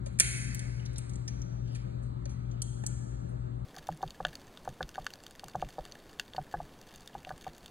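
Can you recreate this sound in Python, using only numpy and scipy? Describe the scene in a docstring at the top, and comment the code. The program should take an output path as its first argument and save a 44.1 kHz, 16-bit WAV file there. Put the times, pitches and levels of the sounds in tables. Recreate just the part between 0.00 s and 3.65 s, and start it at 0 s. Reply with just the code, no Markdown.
"""Small metal terminals and screws click and tick on a sheet-metal appliance panel in a large hard room.
Throughout, shaft tones of a fan and a second motor, mains hum and shaped noise make a steady drone.
A rattling contact near 0.2 s is the loudest; a faint ringing swell, ticks and grainy swells follow.
Two bright clicks come near 2.6 and 2.9 s, then a faint tick at 3.3 s. Each blow rings decaying sines,
answered by noise-tail reflections and a beating back sheet; a close pair of microphone ports hears it."""
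import sys
import numpy as np
from scipy import signal
from scipy.fft import rfft, irfft, next_fast_len
from scipy.io import wavfile
from scipy.ndimage import uniform_filter1d

SR = 44100
rng = np.random.default_rng(int(sys.argv[2]) if len(sys.argv) > 2 else 0)


def materialize(psi):
    """Save the field psi as 16-bit PCM at rate SR to the path in sys.argv[1].

    A 1-D psi becomes a single channel; in a 2-D psi each row is a channel.
    """
    bounded = np.clip(np.atleast_2d(psi).T, -1, 1)
    quanta = np.round(bounded * 32767).astype(np.int16)
    wavfile.write(sys.argv[1], SR, quanta)


N = 160965

RISE_S, THUD_RISE_S = 0.0002, 0.0015  # softness of the attack: clicks, knocks
ROOM_DELAY_S = 0.0054


def amp(db):
    """Decibels to linear gain."""
    return 10 ** (np.asarray(db) / 20)


def evened(x):
    """Scale a signal to an rms of 1."""
    return x / np.sqrt(np.mean(x ** 2) + 1e-20)


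def read(points, hz, count=1):
    """Column number count of a table, joined on a log-frequency axis."""
    table = np.transpose(points)
    return np.interp(np.log(hz + 1), np.log(table[0] + 1), table[count])


def add(mix, s, sound):
    """Mix a sound in at s seconds, cut at the end of the mix."""
    part = mix[..., round(s * SR):][..., :sound.shape[-1]]
    part += sound[..., :part.shape[-1]]


def ring(modes, rise_s):
    """Struck metal: a sum of dying sines of alternate sign with a soft start, peak 1."""
    t = np.arange(SR // 4) / SR
    out = np.zeros(len(t))
    for k, (hz, db, t60) in enumerate(modes):
        out += (-1) ** k * amp(db - 60 * t / t60) * np.sin(2 * np.pi * hz * t)
    out = out * (1 - np.exp(-(t / rise_s) ** 2))
    return out / abs(out).max()


def snap(hz, width_hz):
    """One broad resonance: the wider it is, the quicker it dies."""
    return ring([(hz, 0, 2.3 / width_hz)], RISE_S)


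def wash():
    """Steady air and machine noise: random short-time spectra with faint drifting patches."""
    # spectrum of the noise before levelling: (frequency [Hz], relative level [dB])
    spectrum = [(25, -50), (40, -33), (50, -13.5), (65, -3.5), (82, -25.5), (100, -28), (125, -12),
                (200, -7), (270, -19.5), (330, -21.5), (420, -30), (600, -33), (800, -40), (1300, -33.5),
                (1700, -40), (2200, -47), (3200, -50.5), (4200, -47.5), (4800, -58), (5100, -77),
                (5800, -79.5), (6300, -59), (7900, -52), (9500, -62.5), (10700, -73.5), (11300, -82),
                (16000, -97.5)]
    level_db, patch_db = -48.5, 1.8
    frames, hz = N // 512 + 5, np.fft.rfftfreq(2048, 1 / SR)
    a, b, c, d, patches = rng.standard_normal((frames, 1025, 5)).T
    patches = uniform_filter1d(patches, 16, 0)  # smooth across frequency
    patches = evened(uniform_filter1d(patches, 6, 1))  # smooth across time
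    gain = amp(read(spectrum, hz)[:, None] + patch_db * patches)
    z = np.array([a + 1j * b, c + 1j * d]) * gain
    noise = signal.istft(z, nperseg=2048, noverlap=1536)[1][:, :N]
    return amp(level_db) * evened(noise)


def hum():
    """Shaft multiples of fan and motor and the mains tones, each wavering a little in level."""
    # fan tones: (multiple of the shaft rate, level [dB])
    fan = [(6, -48), (8, -53.5), (9, -84), (10, -60.5), (11, -61.5), (12, -69), (14, -52.5), (15, -52.5),
           (18, -57.5), (21, -70), (22, -73.5), (30, -62.5), (32, -74)]
    # second motor tones: (multiple of the shaft rate, level [dB])
    motor = [(4, -63), (5, -69), (8, -65.5), (9, -78), (12, -84), (17, -82), (20, -78.5), (28, -80.5)]
    # mains tones: (multiple of the mains frequency, level [dB])
    mains = [(1, -48), (2, -39)]
    fan_hz, motor_hz, mains_hz = 9.235, 45.17, 59.92
    waver_db, waver_hz = 1, 1.5  # per sine, at twice the mains frequency
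    t, out = np.arange(N) / SR, np.zeros(N)
    for base_hz, rows in ((fan_hz, fan), (motor_hz, motor), (mains_hz, mains)):
        for multiple, db in rows:
            pace_draw, waver_phase, tone_phase = rng.random(3)
            pace = np.sqrt(multiple * base_hz / (2 * mains_hz))  # higher tones waver more and faster
            turns = waver_hz * pace * (.5 + pace_draw) * t + waver_phase
            swing = sum(np.sin(2 * np.pi * ratio * turns) for ratio in (1, 2.37))
            level = amp(db + waver_db * pace * swing)
            out += np.sqrt(2) * level * np.sin(2 * np.pi * (multiple * base_hz * t + tone_phase))
    return np.array([out, out])


def grainy_swells():
    """Dense tiny random grains through one resonance swell and fade in each stroke."""
    # strokes, the narrow one a faint late swell of ringing near 1740 Hz:
    # (time [s], length [s], level before the swell [dB], frequency [Hz], width [Hz])
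    strokes = [(0.468, .2, -65, 1740, 50), (1.498, 0.087, -72.5, 1480, 500), (1.6, .27, -71.5, 3040, 700),
               (1.661, 0.18, -80, 4770, 300), (2.438, 0.23, -77, 3050, 500)]
    grains_per_s = 900
    out = np.zeros((2, N))
    for s, length, db, hz, width_hz in strokes:
        size = rng.standard_normal((2, SR // 2))
        starts = rng.random((2, SR // 2)) < grains_per_s / SR
        grains = signal.fftconvolve(size * starts, snap(hz, width_hz)[None], axes=1)
        grains = grains[:, :round(length * SR)]
        swell = np.sin(np.linspace(0, np.pi, grains.shape[1]))
        add(out, s, amp(db) * evened(grains) * swell)
    return out


def tail(seconds, delay_s, level_db, t60):
    """Reflections as two unrelated noise tails, each band dying at its own speed, energy about 1."""
    noise = rng.standard_normal((2, round(seconds * SR)))
    hz, t, z = signal.stft(noise, SR, nperseg=128)
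    decay_db = level_db(hz)[:, None] - 60 * t / t60(hz)[:, None]
    out = signal.istft(z * amp(decay_db), SR, nperseg=128)[1]
    # silent for the delay, then fading in over the same time again
    out = out * np.clip(np.arange(out.shape[1]) / SR / delay_s - 1, 0, 1)
    return out / np.linalg.norm(out[0])


def sheet(count=8):
    """The large back sheet rings on after a blow; close partials beat, so its ring is uneven."""
    # modes, each a cluster of close partials: (frequency [Hz], level [dB], 60 dB decay time [s])
    sheet_modes = [(1405, -6.5, 1.1), (1563, -12.5, 2.6), (1710, -6.5, 0.32), (1879, -8.5, 0.97),
                   (2046, -4.5, 1.57), (2173, 1, 0.8), (2440, -0.5, 0.6), (2708, -6, 0.57),
                   (3030, -8.5, 0.91), (3080, -19, 1.3)]
    cluster_hz = 35.14  # standard deviation of the partials around their mode
    t, out = np.arange(2 * SR) / SR, 0
    for hz, db, t60 in sheet_modes:
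        spread, phase = rng.standard_normal((2, count, 1)), rng.random((2, count, 1))
        partials = np.sin(2 * np.pi * ((hz + cluster_hz * spread) * t + phase))
        out = out + amp(db - 60 * t / t60) * partials.sum(1)
    return out * np.minimum(t / ROOM_DELAY_S, 1) / np.sqrt(count * len(sheet_modes))


def click(level_db, bright_hz, ring_db, panel_db, bracket_db, air_db, rattle_s):
    """A first contact and a dying rattle of bounces ring terminal, bracket and panel."""
    # ringing of the terminals: (frequency [Hz], level [dB], 60 dB decay time [s])
    terminal_modes = [(6490, -7, .01), (6610, 4.5, 0.0056), (7477, 1.5, 0.0096), (8040, -4, .01),
                      (8083, 3, 0.0097), (8520, -10.5, 0.012), (9260, 7.5, .01), (9450, -5, 0.0093),
                      (9984, -6.5, 0.01806), (10283, -16, .012)]
    # ringing of the bracket: (frequency [Hz], level [dB], 60 dB decay time [s])
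    bracket_modes = [(2950, -2, .007), (3350, -2, .008), (3900, -3, .007), (4450, -1, .009),
                     (4800, -6, .006)]
    # ringing of the panel: (frequency [Hz], level [dB], 60 dB decay time [s])
    panel_modes = [(1350, -7, .01), (1560, -6, .01), (1760, -4, .02), (1950, -2, .01), (2130, -2, .01),
                   (2300, -1, .012), (2520, -1, .012), (2680, -3, .01)]
    bounce_db, bounces_per_s = 7, 2900
    size = 4096
    t = np.arange(size) / SR
    force = rng.uniform(-1.7, 1, size)
    bounces = rng.random(size) < bounces_per_s / SR
    hits = amp(bounce_db) * force * bounces * np.exp(-t / max(rattle_s, 1e-4))
    hits[0] = 1  # first contact
    body = snap(bright_hz, 920)
    body = body + amp(ring_db) * ring(terminal_modes, RISE_S)
    body = body + amp(bracket_db) * ring(bracket_modes, RISE_S)
    body = body + amp(air_db) * snap(13400, 2700)
    body = body + amp(panel_db) * ring(panel_modes, RISE_S)
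    rattled = signal.fftconvolve(hits / np.linalg.norm(hits), body)[:len(body)]
    return amp(level_db) * rattled, amp(level_db) * body


def terminals():
    """Clicks and knocks excite near reflections; the room hears each contact as one even blow."""
    # metal on metal: (time [s], level [dB], brightest frequency [Hz], terminal ring [dB], panel [dB],
    # bracket [dB], air [dB], rattle decay [s]); the ring levels are relative to the brightest resonance
    clicks = [(0.06, -42.5, 8400, -2.5, -8, -4.5, -37.5, 0.011),
              (.130, -62.5, 9900, -20, -29.5, -29, -27.5, 0.0012),
              (0.1886, -26, 9100, -12, -9, -16, -20.5, .004),
              (0.1993, -6, 9230, -11.5, -24, -22, -14, 0.0005),
              (.2012, -16.5, 8630, 4.5, -5.5, -4.5, -13, 0.006),
              (0.5466, -33, 8500, -7.5, -23, -10.5, 3.5, 0.0021),
              (0.5926, -33.5, 8600, -8, -36.5, -9, -39.5, 0.0033),
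              (0.795, -53.5, 3050, -13, -41.5, -30.5, -34.5, 0.0021),
              (0.854, -49, 6500, -6, -31.5, -14, -20, 0.0024),
              (0.8606, -42.5, 3930, -8, -41.5, -17.5, -15, 0.0045),
              (0.932, -49, 8700, -13, -40.5, -24, -36, 0.006),
              (0.959, -43, 3860, -7.5, -28.5, -16, -27, 0.011),
              (0.979, -42, 9700, -3, -26, -25, -22, 0.006),
              (0.9827, -30.5, 8530, -15, -17, -18.5, -37, 0.0022),
              (1.0944, -47.5, 8300, -2, -32.5, -6.5, -36, 0.0029),
              (1.135, -48, 8500, -5.5, -33.5, -11.5, -29, 0.0047),
              (1.157, -43, 7950, -19, -30, -14.5, -44, 0.0014),
              (1.278, -37, 6280, -5.5, -10.5, -6, -18, 0.0055),
              (1.4174, -46, 6500, -17, -47, -12.5, -12, 0.0035),
              (1.673, -59, 6740, -4, -19, 2.5, -43.5, 0.039),
              (1.719, -54.5, 8800, -9.5, -23, -2, -43, 0.058),
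              (1.7486, -44.5, 6950, 0, -3.5, -1.5, -20, 0.0087),
              (2.024, -53.5, 8500, -7, -22.5, -11.5, -48, 0.039),
              (2.2555, -47.5, 6540, -3.5, -3, 0, -36.5, 0.0013),
              (2.294, -50, 6500, -0.5, -11, -8, -35, 0.024),
              (2.512, -56, 6660, -12.5, -15, 0.5, -26, 0.011),
              (2.619, -25, 8480, -6, -50.5, -17, -15, 0.0033), (2.8372, -46, 8200, -9, -4, -5, -14, 0.004),
              (2.864, -26, 8050, -4, -52, -17, -11, 0.0041), (3.29, -54, 9020, -17, -20.5, -25, -30, 0.022)]
    # knocks on the cabinet and pings of single parts:
    # (time [s], level [dB], frequency [Hz], 60 dB decay time [s])
    knocks = [(.064, -51, 550, .04), (.202, -31, 138, .14), (.2, -45, 373, .025), (.2, -45, 620, .018),
              (.2, -46, 900, .015), (.218, -38, 2200, .04), (.798, -53, 2970, .02),
              (2.257, -54.5, 563, .04), (2.619, -46, 4380, .009), (2.619, -47, 3130, .006),
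              (2.837, -44, 295, .02), (2.837, -49, 850, .012), (2.837, -50, 1690, .015),
              (2.864, -48, 4400, .007)]
    # room tail: (frequency [Hz], relative level [dB], 60 dB decay time [s])
    room = [(298.8, -3, 0.53), (1282, -1, 2.27), (2258, 6, 1.78), (3130, 2.5, 0.93), (4334, 2, 1.3),
            (5000, -9, 2.6), (6264, -1.5, 1.16), (9100, -4, 0.87), (11400, -5, 0.88), (11500, -28, 0.76),
            (16740, -39.5, .5)]
    # colour of the contacts from the ports cancelling in the centre: (frequency [Hz], level [dB])
    centre = [(4900, 0), (5350, -4), (5900, 4), (6300, 3.5), (10800, 1), (11600, -14.5), (13500, -2)]
    near_db, room_db, sheet_db = -6.5, -7, -15
    near_t60_s, near_delay_s = 0.017, 0.0016  # reflections off the cabinet
    near_top_hz, near_above_db = 11220, -32  # the near tail is much weaker above near_top_hz

    dry, blows, pushes = np.zeros(N), np.zeros(N), np.zeros(N)
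    for s, level_db, bright_hz, ring_db, panel_db, *rest in clicks:
        rattled, plain = click(level_db, bright_hz, ring_db, panel_db, *rest)
        add(dry, s, rattled)
        add(blows, s, plain)
        add(pushes, s, amp([level_db + panel_db]))  # impulse into the back sheet
    for s, db, hz, t60 in knocks:
        knock = amp(db) * ring([(hz, 0, t60)], THUD_RISE_S)
        add(dry, s, knock)
        add(blows, s, knock)

    near = tail(.1, near_delay_s, lambda hz: near_above_db * (hz > near_top_hz),
                lambda hz: near_t60_s + 0 * hz)
    far = tail(3, ROOM_DELAY_S, lambda hz: read(room, hz), lambda hz: read(room, hz, count=2))
    out = np.array([dry, dry])
    for db, taps, source in ((near_db, near, dry), (room_db, far, blows), (sheet_db, sheet(), pushes)):
        out = out + amp(db) * signal.fftconvolve(source[None], taps, axes=1)[:, :N]
    colour = amp(read(centre, np.fft.rfftfreq(N, 1 / SR)))
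    return irfft(rfft(out) * colour, N)


def ports(field):
    """Microphone pair: mid is the first field; side mixes it, phase-shifted, with the second."""
    # side against mid: (frequency [Hz], side level [dB], likeness [0-1], phase [rad])
    pair = [(40, -11.5, 0.96, 0.64), (120, -6, 1, 0.36), (248, -4.5, 0.99, 0.16), (335.4, 3, 0.94, -0.15),
            (457, 12, 0.1, -0.65), (640, 14.5, 0.16, -1.5), (1223, 4.5, 0.3, -1.6), (2300, 2, 0.7, -1.85),
            (3920, 1.5, 0.97, -1.4), (4530, 5, 0, -2.4), (5223, 21.5, 0.13, -1), (6610, 4.5, 0.86, -1.6),
            (6990, -14, 0.2, -1.6), (7715, -1, 0.04, -2.1), (8060, -20.5, .4, 1.1), (9900, -16, 0.8, 1.7),
            (10100, -4, 1, 1.8), (11700, 23, 0, 0.77), (12800, 4.5, 1, 1.85), (14500, -26.5, .3, 1.6)]
    margin = SR // 4  # mirrored ends for the long transform
    size = next_fast_len(N + 2 * margin)
    padded = np.pad(field, ((0, 0), (margin, size - N - margin)), "reflect")
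    hz = np.fft.rfftfreq(size, 1 / SR)
    mid, other = rfft(padded)
    like = np.clip(read(pair, hz, count=2), 0, 1)
    turn = np.exp(1j * read(pair, hz, count=3))
    side = amp(read(pair, hz)) * turn * (like * mid + np.sqrt(1 - like ** 2) * other)
    return irfft(np.array([mid + side, mid - side]), size)[:, margin:margin + N]


def scene():
    """Drone, grainy swells and contacts together at the microphone ports."""
    return ports(wash() + hum() + grainy_swells() + terminals())


def record(dry):
    """The band limit: a steep low-pass filter at 16.3 kHz."""
    taps = signal.firwin(511, 16300, window=("kaiser", 9), fs=SR)
    return signal.oaconvolve(dry, taps[None], "same")


dry = scene()
out = record(dry)
materialize(out)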